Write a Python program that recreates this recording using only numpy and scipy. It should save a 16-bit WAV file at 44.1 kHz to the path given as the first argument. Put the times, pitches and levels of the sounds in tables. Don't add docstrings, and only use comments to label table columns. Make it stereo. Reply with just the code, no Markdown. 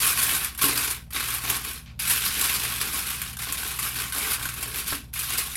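import sys
import numpy as np
from scipy import signal
from scipy.fft import rfft, irfft, next_fast_len
from scipy.io import wavfile
from scipy.ndimage import uniform_filter1d

SR = 44100
rng = np.random.default_rng(int(sys.argv[2]) if len(sys.argv) > 2 else 0)


def master(y):
    cut = np.clip(np.atleast_2d(y).T, -1, 1)
    pcm = np.round(cut * 32767)
    wavfile.write(sys.argv[1], SR, pcm.astype(np.int16))


N = 245328


def amp(db):
    return 10 ** (np.asarray(db) / 20)


def unit(x):
    return x / np.sqrt(np.mean(x ** 2) + 1e-20)


def along(points, hz):
    f, v = np.transpose(points)
    return np.interp(np.log(hz + 1), np.log(f + 1), v)


def over_time(points):
    return amp(np.interp(np.arange(N) / SR, *np.transpose(points)))


def filtered(x, response):
    m = next_fast_len(N + SR // 2)
    return irfft(rfft(x, m) * response(np.fft.rfftfreq(m, 1 / SR)), m)[..., :N]


def coloured(x, gain, size=4096):
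    cepstrum = irfft(np.log(np.maximum(gain(np.fft.rfftfreq(size, 1 / SR)), 1e-6)))
    cepstrum[1:size // 2] *= 2
    cepstrum[size // 2 + 1:] = 0
    impulse = irfft(np.exp(rfft(cepstrum)))
    return signal.fftconvolve(x, impulse[None], axes=1)[:, :N]


# frequency in Hz, left-right correlation.
PORT_LIKENESS = [(60, 0.2), (200, 0.67), (640, 0.47), (1400, 0.55), (3100, 0.024), (6000, 0.013),
                 (15000, .01)]


def paired(x):
    def turn(hz):
        return np.arccos(np.clip(along(PORT_LIKENESS, hz), -1, 1)) / 2
    mid, side = filtered(x, lambda hz: np.array([np.cos(turn(hz)), np.sin(turn(hz))]))
    return np.array([mid + side, mid - side])


# frequency in Hz, relative level in dB per Hz.
FLEX_COLOUR = [(100, -16.5), (185, -6.5), (235, -4), (275, -1), (335, -9.5), (425, 3), (520, -14.5),
               (700, -9.5), (1000, -38.5)]
# time in seconds, gain of the low rattle in dB.
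SLACKNESS = [(0, 2), (0.8, 1.5), (1.6, 2.5), (2.1, -3.5), (2.8, 1), (3.6, 0.5), (4.4, 3), (4.9, -1),
             (5.5, -1)]


def foil(deep_hz=1850):
    sizzle, rattle, pressure = handling()
    creases = crumple(rate=520, size_db=2.5, even_s=0.034)
    fine, broad = snaps(sizzle, rattle)
    treble = radiated(amp(0.58) * sizzle * creases + fine, True)
    body = radiated(amp(-3.0) * rattle * creases + broad, False)
    deep = filtered(body, lambda hz: 1 / (1 + (hz / deep_hz) ** 6))
    slack = over_time(SLACKNESS)
    flex = coloured(creases * pressure, lambda hz: unit(amp(along(FLEX_COLOUR, hz))))
    return paired(treble + body + (slack - 1) * deep + amp(-4.5) * flex)


# start in seconds, end in seconds, effort in dB.
RESTING_HANDS = [(0, 0.458, -30), (0.579, 0.915, -32.5), (1.123, 1.757, -36.5), (1.991, 3.107, -30),
                 (3.09, 3.298, -36.5), (3.391, 4.94, -35), (5.131, 5.54, -35.5)]
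# start in seconds, hold in seconds, effort in dB, crispness of the spot in dB over the effort,
# weight on the sheet in dB over the effort.
FINGER_PRESSES = [ (0, 0.096, -26.5, 3, -16.5), (0.172, .075, -26.5, 2.5, -16), (0.272, 0.084, -28, 1, -13),
                  (0.613, 0.041, -23, 2, -13.5), (0.677, 0.052, -31, -0.5, -5),
                  (0.753, 0.15, -30.5, 0, -16), (1.14, 0.22, -32, -0.5, -16.5),
                  (1.431, 0.064, -30.5, -3, -9.5), (1.479, 0.081, -30, 0, -12),
                  (1.64, 0.057, -35, 0, -12.5), (1.857, .02, -46, -20, -20), (2.07, 0.072, -25.5, 1.5, -18),
                  (2.218, 0.064, -26.5, -2, -28), (2.347, 0.044, -29.5, -3, -11),
                  (2.391, 0.18, -26.5, -1, -18), (2.61, 0.12, -32, -4, -13.5), (2.794, 0.073, -35, 0.5, -9),
                  (2.924, 0.058, -32, 1.5, -11.5), (3.059, 0.034, -34, 1, -10.5),
                  (3.466, 0.023, -33, -12, -8), (3.545, 0.16, -35.5, 0, -10.5),
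                  (3.819, .05, -30.5, 0.5, -16), (3.943, 0.088, -32, 0, -13),
                  (4.141, 0.15, -30.5, 0.5, -12.5), (4.293, 0.032, -29.5, 2, -20),
                  (4.406, 0.031, -34.5, 2.5, -22), (4.563, 0.21, -38, 0, -8), (4.742, 0.057, -32, 0, -14.5),
                  (4.861, 0.074, -30.5, -1, -14.5), (5.161, 0.084, -33.5, 0.5, -33),
                  (5.288, 0.051, -28.5, -1, -16), (5.372, 0.021, -28, 1.5, -20)]
GRIP_WEIGHT_DB = -20
USUAL_EFFORT_DB, SIZZLE_DB, SIZZLE_GROWS = -30, -29.5, 1.07
HISS_DB = -69.5


def handling():
    grips = [(start, end - start, db, 0, GRIP_WEIGHT_DB) for start, end, db in RESTING_HANDS]
    moves = grips + FINGER_PRESSES
    starts, holds, effort_db, crisp_db, weight_db = np.transpose(moves)[:, :, None]
    efforts = amp(effort_db) * push(starts, holds)
    rattle, crisp, pressure = (np.linalg.norm(efforts * amp(db), axis=0) for db in (0, crisp_db, weight_db))
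    crisp_over_hiss = np.hypot(crisp, amp(HISS_DB))
    sizzle = amp(SIZZLE_DB) * (crisp_over_hiss / amp(USUAL_EFFORT_DB)) ** SIZZLE_GROWS
    return sizzle, np.hypot(rattle, amp(HISS_DB)), pressure


ATTACK_S, SAG_DB_PER_S, SETTLE_DB_PER_S = 0.0021, 4.5, 208


def push(start, hold):
    t = np.maximum(np.arange(N) / SR - start, 0)
    rise = 1 - np.exp(-t / ATTACK_S)
    fall_db = SAG_DB_PER_S * t + SETTLE_DB_PER_S * np.maximum(t - hold, 0)
    return rise * amp(-fall_db)


def crumple(rate, size_db, even_s):
    total = int(rate * N / SR)
    starts = rng.uniform(0, N / SR, total)
    sizes = amp(size_db * rng.standard_normal(total))
    x = avalanches(starts, sizes, spread_s=.0025, scatter_db=0.0, ring_s=0.017, edge=3.04)
    x = unit(x) + amp(-11) * rng.standard_normal((2, N))
    width = max(int(even_s * SR), 2)
    power = uniform_filter1d(uniform_filter1d(np.mean(x ** 2, 0), width), width)
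    return x / np.sqrt(np.abs(power) + 1e-9)


# time in seconds, relative sizzle in dB, relative rattle in dB.
BIG_SNAPS = [(.066, -18.5, -38), (.231, -18, -36), (0.348, -20.5, -33), (.444, -19.5, -31),
             (0.548, -33, -36.5), (0.576, -27, -36), (.641, -16, -24), (0.775, -17.5, -21.5),
             (1.105, -37, -40), (1.132, -29, -38), (1.161, -34, -25), (1.205, -30, -27), (1.303, -22, -31),
             (1.339, -21, -28), (1.498, -15, -24), (2.104, -17, -19.5), (2.411, -18, -34),
             (2.634, -21.5, -24), (2.813, -19, -20.5), (3.216, -23.5, -27), (3.329, -33, -39),
             (3.368, -32, -34), (3.388, -28, -32.5), (3.419, -29, -26.5), (3.522, -19, -31),
             (3.789, -20, -27), (4.122, -24, -27), (4.18, -22, -31), (4.332, -20, -33), (4.453, -25, -27.5),
             (4.488, -27, -28), (4.538, -31, -42), (4.626, -21, -27), (4.877, -22, -41), (5.135, -30, -37),
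             (5.381, -20.5, -22), (5.554, -21.5, -23)]
STRAY_PER_S, STRAY_SCATTER_DB = 16, 3
STRAY_SIZZLE_DB, STRAY_RATTLE_DB = 24, 20


def snaps(sizzle, rattle):
    s, sizzle_db, rattle_db = np.transpose(BIG_SNAPS)
    chance = rng.random((int(STRAY_PER_S * N / SR), 3))
    at = (chance[:, 0] * N).astype(int)
    luck = amp(STRAY_SCATTER_DB * np.sqrt(12) * (chance[:, 1:].T - .5))
    starts = np.r_[s, at / SR]
    fine_sizes = np.r_[amp(sizzle_db + 22.5), amp(STRAY_SIZZLE_DB) * sizzle[at] * luck[0]]
    broad_sizes = np.r_[amp(rattle_db + 22), amp(STRAY_RATTLE_DB) * rattle[at] * luck[1]]
    fine = avalanches(starts, fine_sizes, spread_s=.0022, scatter_db=2.0, ring_s=0.021, edge=3.8, tint_db=0.5)
    broad = avalanches(starts, broad_sizes, spread_s=.0025, scatter_db=3, ring_s=0.018, edge=1.0, tint_db=0.1)
    return fine, broad


def avalanches(starts, sizes, spread_s, scatter_db, ring_s, edge, tint_db=2.5, count=7, channels=2, order=9):
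    total = len(starts)
    delays = spread_s * rng.exponential(size=(total, count))
    delays[:, 0] = 0
    clicks = amp(scatter_db * rng.standard_normal(delays.shape)) * rng.choice([-1, 1], delays.shape)
    clicks *= (sizes / np.linalg.norm(clicks, axis=1))[:, None]
    at = np.clip(((starts[:, None] + delays) * SR).astype(int), 0, N)

    t = np.arange(384) / SR
    rings = rng.standard_normal((total, channels, len(t))) * amp(-60 * t / ring_s)
    rings[:, :, 0] += edge
    hz = np.fft.rfftfreq(len(t), 1 / SR)
    bands = np.cos(np.pi * np.arange(1, order + 1)[:, None] * np.sqrt(hz / hz[-1]))
    tint = amp(tint_db * unit(rng.standard_normal((total, order)) @ bands))
    rings = irfft(rfft(np.roll(rings, 24, axis=2)) * tint[:, None])
    rings /= np.linalg.norm(rings, axis=2, keepdims=True)

    lag = rng.integers(12, size=(total, channels)) + [0, 3]
    out = []
    for c in range(channels):
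        places = (at + lag[:, c, None])[:, :, None] + np.arange(len(t))
        sound = clicks[:, :, None] * rings[:, c, None]
        out.append(np.bincount(places.ravel(), sound.ravel(), N)[:N])
    return np.array(out)


# frequency in Hz, relative level in dB per Hz.
FOIL_COLOUR = [(120, -20.5), (200, -26), (278, 2.5), (347, 0), (424, -0.5), (558, -20), (968, -9),
               (1080, -6.5), (1560, -3.5), (1740, -6), (2560, -2), (6640, -6), (10700, 1.5), (12800, 0),
               (16000, -16)]


def radiated(x, fine, split_hz=5500):
    def gain(hz):
        low = 1 / (1 + (hz / split_hz) ** 8)
        share = 1 - low if fine else low / (1 + (620 / (hz + 1)) ** 6)
        return unit(amp(along(FOIL_COLOUR, hz)) * np.sqrt(share))
    return coloured(x, gain)


# frequency in Hz, width in Hz, strength in dB over the unresonant sound.
PANEL_RESONANCES = [(785, 18, 2), (1093, 28, 8), (1535, 90, 1), (1828, 55, -2), (2310, 90, -1),
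                    (2525, 80, 0), (3640, 260, -5), (4762, 55, -3)]


def resonant(x):
    def gain(hz):
        lift = sum(amp(db) ** 2 / (1 + (2 * (hz - f) / w) ** 2) for f, w, db in PANEL_RESONANCES)
        return np.sqrt(1 + lift)
    return coloured(x, gain)


# time in seconds, relative level of the ring in dB, relative level of the foil's clatter in dB.
KNOCKS_AND_POPS = [(0.639, -19.5, -22), (0.778, -40, -40), (1.147, -37.5, -39), (1.5, -41, -28),
                   (2.289, -45, -30), (4.315, -48, -31), (4.383, -47, -30), (4.412, -45, -29),
                   (4.453, -44, -27), (4.923, -27.5, -20.5)]
# frequency in Hz, middling level in dB, decay by 60 dB in seconds.
SHEET_MODES = [(155, -13, .12), (262, -4, .22), (283, 0, .33), (420, -7, .16), (786, -12, .2),
               (1095, -5, .2), (1380, -3, .13), (1530, -4, .13), (1840, -4, .13)]
# frequency in Hz, relative level in dB per Hz.
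CLATTER_COLOUR = [(150, 6), (400, -10), (600, -7.5), (950, -1), (1600, 7.5), (2100, -20), (4000, -32),
                  (10000, -47)]


def sheet(clatter_s=0.073):
    t = np.arange(SR // 2) / SR
    out, clatter = np.zeros((2, N + SR)), np.zeros((2, N + SR))
    hz, level, t60 = np.transpose(SHEET_MODES)[:, :, None]
    for s, db, clatter_db in KNOCKS_AND_POPS:
        first = round(s * SR)
        span = slice(first, first + len(t))
        strength = amp(level + 0.94 * rng.standard_normal(hz.shape) - 60 * t / t60)
        ring = np.sum(strength * np.sin(2 * np.pi * (hz * t + rng.random(hz.shape))), 0)
        out[:, span] += amp(db - 7.5) * ring * (1 - np.exp(-t / 0.00081))
        clatter[:, span] += amp(clatter_db - 2.5 - 60 * t / clatter_s) * rng.standard_normal((2, len(t)))
    clatter = coloured(clatter[:, :N], lambda hz: unit(amp(along(CLATTER_COLOUR, hz))))
    return out[:, :N] + paired(clatter)


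# time in seconds, rumble in dB.
RIM_PUSHES = [(0, -71), (1.9, -60), (2.1, -52.5), (2.6, -51), (3.1, -50.5), (3.4, -52.5), (3.8, -61),
              (4.3, -59), (4.9, -56), (5.1, -66), (5.56, -59)]


def table(centre_hz=185, width_hz=70):
    def band(hz):
        return 1 / (1 + (2 * (hz - centre_hz) / width_hz) ** 4)
    rumble = unit(paired(filtered(rng.standard_normal((2, N)), band)))
    return rumble * over_time(RIM_PUSHES)


# frequency in Hz, decay by 60 dB in seconds.
KITCHEN_DECAY = [(200, 0.19), (1500, 0.2), (5000, 0.17), (15000, 0.024)]


def kitchen(x, gap_s=.005, size=512):
    grid = dict(fs=SR, nperseg=size, noverlap=size - size // 4)
    hz, t, z = signal.stft(x, **grid)
    decay = amp(-60 * t[t < .5] / along(KITCHEN_DECAY, hz)[:, None]) ** 2
    decay /= decay.sum(1, keepdims=True)
    received = np.mean(np.abs(z) ** 2, 0)
    stored = signal.fftconvolve(received, decay, axes=1)[:, :len(t)]
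    echoes = signal.stft(rng.standard_normal((2, N)), **grid)[2]
    tail = signal.istft(echoes / np.std(echoes) * np.sqrt(np.abs(stored)), **grid)[1]
    return paired(np.pad(tail, ((0, 0), (int(gap_s * SR), 0)))[:, :N])


# frequency in Hz, level in dB rms ahead of the microphone.
APPLIANCE_HUM = [(37, -61), (59.2, -47), (74.2, -51.5), (118.4, -51), (120, -54.5), (157, -58), (236, -60)]
# frequency in Hz, relative level in dB per Hz.
AIR_COLOUR = [(20, -19), (60, -0.5), (140, 3.5), (220, -7.5), (400, -19), (1000, -20.5), (4000, -106),
              (16000, -61.5)]


def appliance():
    t = np.arange(N) / SR
    hum = np.zeros(N)
    for hz, db in APPLIANCE_HUM:
        hum += np.sqrt(2) * amp(db) * np.sin(2 * np.pi * (hz * t + rng.random()))
    air = paired(filtered(rng.standard_normal((2, N)), lambda hz: amp(along(AIR_COLOUR, hz))))
    return hum + amp(-50.5) * unit(air)


# frequency in Hz, left minus right in dB.
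LEFT_LEAN = [(60, 2.5), (110, 4.5), (300, 1.5), (1300, 1), (4400, 0), (8100, 0), (11000, -3.5), (15000, 4)]


def scene():
    crinkle, knocks = foil(), sheet()
    crinkle = resonant(crinkle + amp(-2.5) * kitchen(crinkle))
    mix = crinkle + knocks + amp(-8.5) * kitchen(knocks) + table() + appliance()
    return filtered(mix, lambda hz: amp(np.outer([.5, -.5], along(LEFT_LEAN, hz))))


TOP_HZ = 16100


def record(dry):
    return filtered(dry, lambda hz: 1 / np.sqrt(1 + np.minimum(hz / TOP_HZ, 2) ** 240))


dry = scene()
out = record(dry)
master(out)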